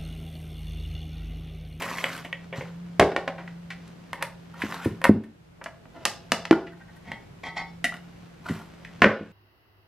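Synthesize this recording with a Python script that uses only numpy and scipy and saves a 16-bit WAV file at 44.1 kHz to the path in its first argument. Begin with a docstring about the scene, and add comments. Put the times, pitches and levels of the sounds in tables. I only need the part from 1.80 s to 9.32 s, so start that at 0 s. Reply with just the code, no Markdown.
"""Opening a paint can

On a cloth-covered table in a small room, a wrapped pack is pushed aside, a thin plastic tray drops
and rocks, and a full paint can is set down. Its lid is prised open with three snaps and a pop, handled
and laid aside; the screwdriver clatters down. Contacts click and ring each object's modes, rubbed
metal sings, heavy blows swing the table top. A low hum wavers underneath."""
import sys
import numpy as np
from scipy import signal
from scipy.fft import rfft, irfft
from scipy.io import wavfile
from scipy.ndimage import uniform_filter1d, minimum_filter1d

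SR = 44100
rng = np.random.default_rng(int(sys.argv[2]) if len(sys.argv) > 2 else 0)


def dump(signal):
    """Clip the signal to [-1, 1] and save it as 16-bit WAV at the path in sys.argv[1]."""
    limited = np.clip(np.atleast_2d(signal).T, -1, 1)
    pcm = np.round(limited * 32767).astype(np.int16)
    wavfile.write(sys.argv[1], SR, pcm)


N = 331632
TIME = np.arange(N) / SR


def amp(db):
    """Decibels to gain."""
    return 10 ** (np.asarray(db) / 20)


def unit(x):
    """Scales to unit rms."""
    return x / np.sqrt(np.mean(x ** 2) + 1e-20)


def read(points, hz):
    """Interpolates on a log-frequency axis."""
    freq_hz, value = np.transpose(points)
    return np.interp(np.log(hz + 1), np.log(freq_hz + 1), value)


def add(mix, start_s, sound):
    """Mixes a sound in at start_s."""
    part = mix[max(round(start_s * SR), 0):][:len(sound)]
    part += sound[:len(part)]


def colour(x, spectrum):
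    """Zero-phase filter from (freq_hz, gain_db) points."""
    return irfft(rfft(x) * amp(read(spectrum, np.fft.rfftfreq(len(x), 1 / SR))), len(x))


def causal(x, gain_db):
    """Minimum-phase filter: nothing precedes the attack."""
    response = np.exp(np.conj(signal.hilbert(np.log(amp(gain_db)))))
    return np.fft.ifft(np.fft.fft(x) * response).real


def whiten(x, span_hz):
    """Flattens broad bands, keeps fine peaks and dips."""
    bins = rfft(x)
    power = uniform_filter1d(abs(bins) ** 2, max(int(span_hz * len(x) / SR), 1))
    return irfft(bins / np.sqrt(abs(power) + 1e-12), len(x))


# Room noise spectrum: freq_hz, level_db
AIR_SPECTRUM = [(15, -50), (25, -10), (76, -8.5), (141, -6), (170, -11.5), (263, -16.5), (439, -20),
                (988, -27.5), (1100, -28.5), (1440, -29), (2610, -33.5), (12500, -51), (16000, -60)]


def air(level_db=-51):
    """Still room: low rumble under faint hiss."""
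    return amp(level_db) * unit(colour(rng.standard_normal(N), AIR_SPECTRUM))


# Electrical whine: pitch_hz, level_db
WHINE_TONES = [(13006, -84)]


def whine():
    """Thin, steady electrical tone."""
    return sum(amp(db) * np.sqrt(2) * np.sin(2 * np.pi * hz * TIME) for hz, db in WHINE_TONES)


# Hum envelope: time_s, level_db
HUM_LEVELS = [(0.0, -44.5), (0.54, -46.5), (1.05, -38), (1.36, -48), (1.72, -40), (2.3, -51), (3.18, -44),
              (3.47, -54), (4.29, -59.5), (4.63, -47.5), (4.98, -47.5), (5.36, -60), (5.7, -53.5),
              (5.95, -44.5), (6.74, -53.5), (7.52, -46)]


def hum(pitch_hz=170.5, waver_hz=2):
    """Low hum that swells, fades and wavers."""
    drift = unit(colour(rng.standard_normal(N), [(6, 0), (25, -30), (100, -90)]))
    envelope = amp(np.interp(TIME, *np.transpose(HUM_LEVELS)))
    phase = 2 * np.pi * np.cumsum(pitch_hz + waver_hz * drift) / SR
    return envelope * np.sqrt(2) * np.sin(phase)


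# Reverb decay: freq_hz, t60_s
ROOM_DECAY = [(100, 0.14), (400, 0.35), (1000, 0.33), (3000, 0.47), (7000, 0.32), (14000, 0.27)]
# Reverb tail against direct sound: freq_hz, gain_db
ROOM_SPECTRUM = [(100, 0.5), (300, 1.5), (1000, -7), (2000, -19), (5000, -9.5), (12000, -21)]


def room(x, early_db=-8, early_decay_s=0.03, echoes_per_s=4000):
    """Quick table-top reflections, then a small room's tail."""
    t = np.arange(SR * 3 // 4) / SR
    late, early = rng.standard_normal((2, len(t))) * (rng.random((2, len(t))) < echoes_per_s / SR)
    hz, frame_s, frames = signal.stft(late, SR, nperseg=256)
    decay = amp(-60 * frame_s / read(ROOM_DECAY, hz)[:, None])
    tail = signal.istft(frames * decay, SR, nperseg=256)[1][:len(t)]
    onset = np.clip((t - .004) / 0.0041, 0, 1)
    tail = colour(whiten(tail * onset, span_hz=64.4), ROOM_SPECTRUM)
    early = amp(early_db) * whiten(early * (t > .002) * np.exp(-t / early_decay_s), span_hz=240)
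    return signal.fftconvolve(x, (tail + early)[:SR * 2 // 3])[:N]


def ring(modes, size=SR // 3):
    """Free ringing: a sum of decaying modes."""
    t = np.arange(size) / SR
    return sum(amp(db - 60 * t / t60_s) * np.sin(2 * np.pi * hz * t) for hz, db, t60_s in modes)


def friction(slips_per_s, spread_db, hiss_gain, size=N):
    """Tiny uneven slips over smooth hiss."""
    slipping = rng.random(size) < slips_per_s / SR
    strength = amp(spread_db * np.minimum(rng.exponential(1, size), 4))
    slips = slipping * strength * rng.choice([-1, 1], size)
    return unit(unit(slips) + hiss_gain * rng.standard_normal(size))


def stick_slip(depth_db, rate_hz):
    """A dragged thing holds and lets go, so its level clumps."""
    knots_s = np.arange(0, N / SR + 1, 1 / rate_hz)
    return unit(amp(depth_db * np.interp(TIME, knots_s, rng.standard_normal(len(knots_s)))))


def push(start_s, length_s, attack_s=0.042, release_s=0.068):
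    """Movement envelope: gathers speed, holds, comes to rest."""
    rise = np.clip((TIME - start_s) / attack_s, 0, 1)
    return rise * np.exp(-np.maximum(TIME - start_s - length_s, 0) / release_s)


# Arm movements: start_s, length_s, level_db
SLEEVE_MOVES = [(0, 2.95, -59.5), (4.06, 2.91, -60), (6.975, 0.6, -58)]


def sleeves():
    """Cloth rustles as the arms move."""
    spectrum = [(150, 2), (500, -4.5), (1500, -7), (3000, -12.5), (6000, -21), (14000, -46)]
    rustle = unit(colour(friction(slips_per_s=930, spread_db=5.5, hiss_gain=0.97), spectrum))
    envelope = sum(amp(db) * push(start_s, length_s) for start_s, length_s, db in SLEEVE_MOVES)
    return rustle * stick_slip(depth_db=3.5, rate_hz=14) * envelope


def crinkles(low_hz=900, high_hz=4500, t60_cycles=14, count=500):
    """Plastic creases buckle, each with its own brief pitch."""
    out = np.zeros(N)
    for when, pitch, strength in rng.random((count, 3)):
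        hz = low_hz * (high_hz / low_hz) ** pitch
        crease = ring([(hz, 12 * strength, t60_cycles / hz)], size=1024) / np.sqrt(hz)
        add(out, when * N / SR, crease)
    return unit(out)


def patchy(x, depth_db):
    """Contact points shift, so brief resonances come and go."""
    frames = signal.stft(x, nperseg=512, noverlap=384)[2]
    patches = uniform_filter1d(rng.standard_normal(frames.shape), size=5, axis=0)
    patches = unit(uniform_filter1d(patches, size=7, axis=1))
    return unit(signal.istft(frames * amp(depth_db * patches), nperseg=512, noverlap=384)[1][:len(x)])


# Drags over the cloth: start_s, length_s, body_db, hiss_db
CLOTH_SLIDES = [(-.05, 0.37, -35.5, -52), (0.738, 0.036, -39, -62), (2.759, 0.27, -42, -59.5),
                (6.631, 0.14, -46.5, -62)]
# Drag body spectrum: freq_hz, level_db
SLIDE_SPECTRUM = [(150, -23), (250, -9.5), (580, -14), (651, -5), (821, -10.5), (1010, -1.5), (1600, -7.5),
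                  (1960, -7), (3070, -14), (8000, -27.5), (10400, -63.5), (17600, -120)]


def slides():
    """Things drag over the tablecloth with scrape, crinkle and hiss."""
    grain = friction(slips_per_s=1400, spread_db=4.2, hiss_gain=.75)
    grain *= stick_slip(depth_db=2.5, rate_hz=90)
    body = unit(patchy(colour(grain, SLIDE_SPECTRUM), depth_db=3.5) + .45 * crinkles())
    hiss = unit(colour(grain, [(2500, -11), (6500, -10), (12000, 1.5), (16000, -6.5)]))
    return sum(push(start_s, length_s) * (amp(body_db) * body + amp(hiss_db) * hiss)
               for start_s, length_s, body_db, hiss_db in CLOTH_SLIDES)


def touched(modes, detune=0.0024, spread_db=1):
    """Unit-energy ringing; grip and contact point shift each mode slightly."""
    shifts = rng.standard_normal((len(modes), 2))
    body = ring([(hz * (1 + detune * pitch_shift), db + spread_db * level_shift, t60_s)
                 for (hz, db, t60_s), (pitch_shift, level_shift) in zip(modes, shifts)])
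    return body / np.linalg.norm(body)


def strikes(hits, spectrum, modes, ring_db, chatter_gain, size=4096):
    """Each contact clicks, chatters and sets the object ringing."""
    out, t, hz = np.zeros(N), np.arange(size) / SR, abs(np.fft.fftfreq(size, 1 / SR))
    grits = rng.standard_normal((len(hits), size))
    for (start_s, level_db, bass_db, treble_db, chatter_s), grit in zip(hits, grits):
        force = chatter_gain * grit * np.exp(-t / max(chatter_s, 1e-4))
        force[0] += 1
        force_db = 10 * np.log10(uniform_filter1d(abs(np.fft.fft(force)) ** 2, size=45, mode="wrap"))
        tilt = [(250, bass_db), (1900, 0), (10000, treble_db)]
        click = causal(force, read(spectrum, hz) + read(tilt, hz) - force_db)
        sound = amp(ring_db) * signal.fftconvolve(click, touched(modes))
        sound[:size] += click
        add(out, start_s, amp(level_db) * sound)
    return out


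# Dry rubbing noise: freq_hz, gain_db
SCRAPE_SPECTRUM = [(200, -20), (800, 30.5), (1400, 8.5), (2200, 1), (3400, 7.5), (5400, -9.5), (8000, -4.5),
                   (15000, -4)]


def rubs(strokes, modes, scrape_db, size=16384):
    """Slips on thin metal swell and fade, feeding each mode its share; the modes ring on."""
    out, t, hz = np.zeros(N), np.arange(size) / SR, abs(np.fft.fftfreq(size, 1 / SR))
    rings = [ring([mode]) / np.linalg.norm(ring(modes)) for mode in modes]
    for start_s, length_s, level_db, treble_db in strokes:
        slips = friction(slips_per_s=1600, spread_db=2, hiss_gain=.6, size=size)
        slips *= np.sin(np.pi * np.minimum(t / length_s, 1))
        slips /= np.linalg.norm(slips)
        tilt = [(2000, 0), (5000, treble_db)]
        sound = 0
        for (mode_hz, _, _), ringing in zip(modes, rings):
            driven = signal.fftconvolve(slips, ringing)
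            share = amp(read(tilt, mode_hz)) * np.linalg.norm(ringing)
            sound += share * driven / np.linalg.norm(driven)
        sound[:size] += causal(slips, scrape_db + read(SCRAPE_SPECTRUM, hz) + read(tilt, hz))
        add(out, start_s, amp(level_db) * np.sqrt(length_s * SR / 2) * sound)
    return out


def radiate(swing, rise_s=0.00096, low_cut_hz=90):
    """A small panel takes a moment to move and radiates little deep bass."""
    rise = 1 - np.exp(-np.arange(len(swing)) / SR / rise_s)
    return signal.sosfilt(signal.butter(2, low_cut_hz, "high", fs=SR, output="sos"), rise * swing)


# Weight landing on the table: start_s, level_db, pitch_hz, ring_db
TABLE_BLOWS = [(0.783, -19.5, 138, -19), (1.195, -14, 111, -9), (2.837, -14.5, 281, -15),
               (3.059, -7, 320, -21.5), (3.061, -15, 119, -4.5), (3.2941, 6.5, 272, -9),
               (3.348, -6, 225, -15), (4.52, -18.5, 224, -18), (6.698, -17.5, 278, -15),
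               (6.708, -14, 173, -13), (7.2209, -10, 192, -7.5), (7.2556, -0.5, 297, -13),
               (7.41, -14, 310, -14.5)]
# Table-top modes: pitch_hz, level_db, t60_s
TABLE_MODES = [(107, -4, .18), (220, 2, .19), (292, -8, .17), (380, -11, .15), (490, -16, .16),
               (673, -22, .12)]


def table_thuds(t60_cycles=8):
    """Heavy blows swing the table top for a few cycles and leave it ringing."""
    out, ringing = np.zeros(N), ring(TABLE_MODES)
    for start_s, level_db, pitch_hz, ring_db in TABLE_BLOWS:
        swing = ring([(pitch_hz, 0, t60_cycles / pitch_hz)]) + amp(ring_db) * ringing
        add(out, start_s, amp(level_db) * radiate(swing))
    return out


# Pack contacts: start_s, level_db, bass_db, treble_db, chatter_s
PACK_HITS = [(.021, 2.5, 10, 20.5, 0.0058), (.04, 1, 9, -7, 0.0037), (.0868, 3, 3, -22, 0.0091),
             (.1836, 11, -22, -21, 0.0038), (.2412, 16.5, -1.5, 2, 0.0018), (.364, -13, 1, 27, 0.0037),
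             (.378, -7, -2, 24, .003), (.4478, 0.5, 11, 8, 0.0097), (.5282, 11.5, -17, -7, 0.002),
             (.7268, 6, 9.5, -13, 0.017), (.8091, 4, 13.5, -20, 0.0074)]
# Pack click: freq_hz, gain_db
PACK_SPECTRUM = [(40, -29), (350, -14), (560, -2), (900, -7), (1400, -15), (2050, 2), (2600, -4),
                 (3300, -6), (4100, -25), (16000, -42)]
# Pack modes: pitch_hz, level_db, t60_s
PACK_MODES = [(550, 0, .035), (1950, 4, .04), (2300, 6, .022), (3030, 3, .025), (3420, 3, .02)]


def pack():
    """The wrapped pack taps and barely rings."""
    return strikes(PACK_HITS, PACK_SPECTRUM, PACK_MODES, ring_db=-18.5, chatter_gain=0.37)


# Tray contacts: start_s, level_db, bass_db, treble_db, chatter_s
TRAY_BOUNCES = [(1.1966, 23, 1.5, 14.5, 0.0026), (1.2025, 13.5, 8.5, -4, 0.0019),
                (1.2112, 13.5, 15, -12, 0.0047), (1.2255, 15.5, 2, -10, 0.0043), (1.2385, 0, 12, -16, .008),
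                (1.2625, -2.5, 9, -14, 0.0045), (1.3173, 0, 6, 2, 0.0058), (1.3634, 16, -6.5, 3, 0.0026),
                (1.477, 11.5, -6, 1.5, 0.0064), (1.5814, 1, -7, -5, 0.033), (1.6768, 0.5, -36, -9, 0.007),
                (1.9038, 6.5, -43, 7.5, 0.018), (2.078, -24.5, -20, 35, 0.0016)]
# Tray click: freq_hz, gain_db
TRAY_SPECTRUM = [(40, -18.5), (270, -3.5), (400, 3.5), (800, 4.5), (1300, 0), (1900, 1), (4500, -21.5),
                 (16000, -54.5)]
# Tray modes: pitch_hz, level_db, t60_s
TRAY_MODES = [(107, 4, .12), (310, -7, .08), (355, -2, .07), (420, 6, .055), (565, -5, .09), (610, -4, .09),
              (655, -1, .08), (705, -1, .09), (790, 6, .11), (848, 6, .11), (965, 2, .1), (1114, 3, .07),
              (1650, -2, .05), (2300, -1, .07)]


def tray():
    """Thin plastic drops, chatters and rocks to rest."""
    return strikes(TRAY_BOUNCES, TRAY_SPECTRUM, TRAY_MODES, ring_db=-16, chatter_gain=0.84)


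# Screwdriver contacts: start_s, level_db, bass_db, treble_db, chatter_s
TOOL_BOUNCES = [(7.0488, 0.34, -64, 8.5, 0.003), (7.2197, 33.2, -10, 2.5, 0.0013),
                (7.2226, 27, -11.5, -19, 0.0004), (7.233, 5.3, 10, -13, 0.0064),
                (7.243, 31.4, -0.5, -1, 0.0021), (7.2462, 23.2, 8, -9, 0.00087),
                (7.255, 9.1, 10.5, -10, 0.025)]
# Screwdriver click: freq_hz, gain_db
TOOL_SPECTRUM = [(40, -25.5), (320, -1), (700, -1.5), (900, -6), (1600, 3.5), (2200, -2), (2800, -10.5),
                 (4000, -25), (5500, -30), (9000, -47.5), (16000, -53)]
# Handle modes: pitch_hz, level_db, t60_s
HANDLE_MODES = [(716, 0, 0.049), (1130, 9.5, 0.022), (1560, -6, 0.021), (2130, -3, 0.011)]


def screwdriver():
    """The screwdriver clatters onto the table; its handle rings briefly."""
    return strikes(TOOL_BOUNCES, TOOL_SPECTRUM, HANDLE_MODES, ring_db=-23, chatter_gain=0.35)


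# Can contacts: start_s, level_db, bass_db, treble_db, chatter_s
CAN_KNOCKS = [(2.3312, 9.5, 3, 0.5, 0.0017), (2.4252, 14, 0.5, 7, 0.0022), (2.8192, 15.5, -25.5, -9, 0.009),
              (2.923, 4.5, -5, -2.5, .004), (2.961, -7, 4, -11, 0.0049), (3.0452, 3, -8.5, 9.5, 0.018),
              (3.2161, 1.5, 10.5, 0, 0.0017), (3.2413, 22, 2, 4, 0.0056),
              (3.2525, 21.5, 8.5, -23.5, 0.0012), (3.437, -7, 0, 4, 0.0088)]
# Can click: freq_hz, gain_db
CAN_SPECTRUM = [(40, -21), (370, -22.5), (560, -6), (730, -9.5), (1000, -0.5), (1350, -5), (1850, 1.5),
                (2900, -9), (3800, -17), (6800, -29.5), (9500, -26), (16000, -35.5)]
# Rubs on the can: start_s, length_s, level_db, treble_db
CAN_STROKES = [(2.37, 0.045, -46.5, -7), (2.405, 0.025, -37, 0), (2.74, 0.039, -49, -10.5)]
# Full can modes: pitch_hz, level_db, t60_s
CAN_MODES = [(545, 0, .07), (680, -7, .06), (975, 3, .075), (1080, -2, .045), (1260, -6, .04),
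             (1540, -3, .035), (1830, 5, .04), (2190, 1, .035), (2600, -1, .02)]


def can():
    """The full can is gripped and set down; its ring dies fast."""
    knocks = strikes(CAN_KNOCKS, CAN_SPECTRUM, CAN_MODES, ring_db=-16, chatter_gain=0.63)
    return knocks + rubs(CAN_STROKES, CAN_MODES, scrape_db=-20)


# Rim catches: start_s, length_s, level_db, treble_db
SQUEAK_STROKES = [(2.737, 0.013, -43.5, 7), (2.93, 0.16, -45, -1), (4.726, 0.0045, -14, -1),
                  (6.122, 0.0042, -31, 0), (6.13, 0.041, -47, 12), (6.653, 0.018, -35, -20),
                  (6.68, 0.019, -34, -4), (6.76, 0.073, -50.5, 10)]
# Squeak modes: pitch_hz, level_db, t60_s
SQUEAK_MODES = [(1250, 3.5, 0.01), (1400, 16, 0.034), (2140, -3.5, 0.016), (3080, -4, 0.037)]


def rim_squeaks():
    """A rim catches on cloth or metal."""
    return rubs(SQUEAK_STROKES, SQUEAK_MODES, scrape_db=-20)


# Lid turns: start_s, length_s, level_db, treble_db
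CREAK_STROKES = [(4.91, 0.039, -52, 5), (4.997, 0.033, -48.5, -15), (5.07, 0.042, -53.5, -14),
                 (5.155, 0.027, -56, 16.5)]
# Creak modes: pitch_hz, level_db, t60_s
CREAK_MODES = [(1450, -10, 0.013), (1556, 6.5, 0.036), (1870, 6, 0.047), (2270, -23, .012)]


def lid_creaks():
    """The lid rubs as it is eased out of its groove."""
    return rubs(CREAK_STROKES, CREAK_MODES, scrape_db=-17.5)


# Lid contacts: start_s, level_db, bass_db, treble_db, chatter_s
LID_TAPS = [(5.2749, -10, 24.5, -5, 0.004), (5.318, 6, 5, 0, 0.0018), (6.0428, 23, -3.5, 9, 0.0098),
            (6.141, 0, 3, 7, 0.0027), (6.168, -5, -2, 9, 0.0036), (6.6871, 6, 1, 9, 0.013)]
# Lid click: freq_hz, gain_db
LID_SPECTRUM = [(40, -18), (230, -8.5), (450, -24), (690, -6.5), (1000, -28), (1400, -12), (1680, -8.5),
                (1900, 0.5), (2150, -6.5), (2500, -14), (2900, -7.5), (3300, -24), (3600, -18),
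                (4600, -28.5), (5300, -27), (5800, -30.5), (10000, -35.5), (16000, -54)]
# Rubs on the lid: start_s, length_s, level_db, treble_db
LID_STROKES = [(5.24, 0.11, -45, -13), (5.314, 0.009, -30.5, -10), (5.633, 0.011, -30.5, -12),
               (5.636, 0.066, -33, -9.5), (5.752, 0.065, -31.5, -8), (5.763, 0.023, -28.5, -3),
               (5.81, 0.016, -38, -24)]
# Free lid modes: pitch_hz, level_db, t60_s
LID_MODES = [(762, -3, .14), (800, -6, .12), (850, -4, .13), (915, 0, .15), (1122, -3, .12),
             (1286, -6, .18), (1535, -8, .26), (1944, 4, .23), (1997, 1, .22), (2108, 4, .11),
             (2155, 1, .1), (2200, 1, .32), (2490, -6, .1), (2680, -10, .12), (3130, 0, .05),
             (3222, 3, .13), (3490, 2, .09), (4000, -3, .11), (4300, -7, .06), (4530, -3, .12),
             (5200, 0, .04), (5370, -2, .05), (6700, -10, .05)]


def loose_lid():
    """The thin metal lid rings as it is handled and laid aside."""
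    taps = strikes(LID_TAPS, LID_SPECTRUM, LID_MODES, ring_db=-19, chatter_gain=0.2)
    return taps + rubs(LID_STROKES, LID_MODES, scrape_db=-22)


# Prying contacts: start_s, level_db, bass_db, treble_db, chatter_s
PRY_SNAPS = [(3.8135, 0.5, 0, -45, 0.0065), (3.8407, -8, 1, 18, 0.0029), (3.8602, 8, -6, -32, 0.0046),
             (4.0552, -17.5, 13.5, -26.5, 0.0019), (4.2533, 13.5, -7, 16, 0.0022),
             (4.2582, 13, -3, -17, 0.0023), (4.5192, 17, 0, 7.5, 0.0025), (4.6528, 5.5, -10, -2, 0.0022),
             (4.71, 17, 9, -7, 0.0024), (4.8683, -2, -44, -17, 0.016)]
# Rim click: freq_hz, gain_db
RIM_SPECTRUM = [(40, -55), (120, -25), (220, -5), (400, -11), (750, 0.5), (1900, 1), (2450, -3.5),
                (2950, -2), (3700, -9), (4800, -10), (16000, -40)]
# Blade under the rim: start_s, length_s, level_db, treble_db
PRY_STROKES = [(3.82, 0.095, -65, -10), (4.14, 0.048, -41.5, -36), (4.19, 0.065, -48.5, -16)]
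# Rim modes: pitch_hz, level_db, t60_s
RIM_MODES = [(383, -15, .15), (530, -8, .1), (655, -2, .12), (678, 1, .26), (720, -3, .08), (855, -2, .11),
             (977, 0, .1), (1266, -6, .06), (1375, -1, .06), (1762, -4, .06), (2032, -4, .07),
             (2640, 0, .035), (2950, 8, .016), (3540, 0, .02)]


def prying():
    """The screwdriver scrapes under the rim, which gives in snaps."""
    snaps = strikes(PRY_SNAPS, RIM_SPECTRUM, RIM_MODES, ring_db=-13, chatter_gain=1.0)
    return snaps + rubs(PRY_STROKES, RIM_MODES, scrape_db=-31)


def lid_pop(start_s=4.7102, level_db=4, pitch_hz=317.5, glide_hz_per_s=520,
            t60_s=0.033, tail_db=-18, tail_t60_s=0.26):
    """The lid springs free: air in the can bounces hard, then rings on, rising as the mouth opens."""
    out, t = np.zeros(N), np.arange(SR // 3) / SR
    fade = amp(-60 * t / t60_s) + amp(tail_db - 60 * t / tail_t60_s)
    phase = 2 * np.pi * np.cumsum(pitch_hz + glide_hz_per_s * t) / SR
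    add(out, start_s, amp(level_db) * radiate(fade * np.sin(phase)))
    return out


# Side against mid for direct sound, reverb and room noise: freq_hz, gain_db
DIRECT_SIDE = [(100, -49), (400, -27.5), (1000, -34), (2200, -24.5), (5000, -6.5), (10000, -2.5)]
ROOM_SIDE = [(70, -32.5), (300, -28), (1000, -22.5), (2200, -14.5), (5000, -2), (10000, 5.5)]
AIR_SIDE = [(70, -21), (300, 2.5), (800, 1.5), (16000, 0)]


def scene(thud_send_db=-7, tool_send_db=4):
    """Stereo mix: sources near the middle, reverb and hiss wider."""
    handling = pack() + tray() + can() + prying() + loose_lid()
    handling += lid_creaks() + rim_squeaks() + slides() + sleeves()
    thumps = table_thuds() + lid_pop()
    clatter = screwdriver()
    direct = handling + thumps + clatter
    # The close table top barely stirs the room; the clatter fills it.
    send = handling + amp(thud_send_db) * thumps + amp(tool_send_db) * clatter
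    mid = direct + room(send) + hum() + whine() + air()
    # Two close microphones: phase-shifted direct sound, separate reverb.
    side = colour(signal.hilbert(direct).imag, DIRECT_SIDE)
    side += colour(room(send), ROOM_SIDE) + colour(air(), AIR_SIDE)
    return np.array([mid + side, mid - side])


def duck(x, threshold_db=-16, attack_s=0.066, recover_db_per_s=7):
    """Gain control: drops fast on loud blows, recovers slowly."""
    pole = np.exp(-1 / (attack_s * SR))
    power_db = 10 * np.log10(signal.lfilter([1 - pole], [1, -pole], (x ** 2).mean(0)) + 1e-12)
    recovery_db = recover_db_per_s * TIME
    held_db = np.maximum.accumulate(power_db + recovery_db) - recovery_db
    return x * amp(-np.maximum(held_db - threshold_db, 0))


def limit(x, hold_s=0.00068):
    """Fast limiter: rounds swings above full scale."""
    span = int(hold_s * SR)
    gain = minimum_filter1d(1 / np.maximum(abs(x).max(0), 1), span)
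    return x * uniform_filter1d(uniform_filter1d(gain, span // 2), span // 2)


# Overall tone, deep bass and highest treble softened: freq_hz, gain_db
BAND_EDGES = [(20, -12), (60, -2), (120, -0.5), (10000, 0), (13500, -1), (16000, -15.5)]


def record(dry, cutoff_hz=16000):
    """Gain control, softened deep bass and highest treble, limiter, low-pass."""
    softened = np.array([colour(channel, BAND_EDGES) for channel in duck(dry)])
    low_pass = signal.firwin(511, cutoff_hz, window=("kaiser", 10), fs=SR)
    return signal.oaconvolve(limit(softened), low_pass[None], "same")


dry = scene()
out = record(dry)
dump(out)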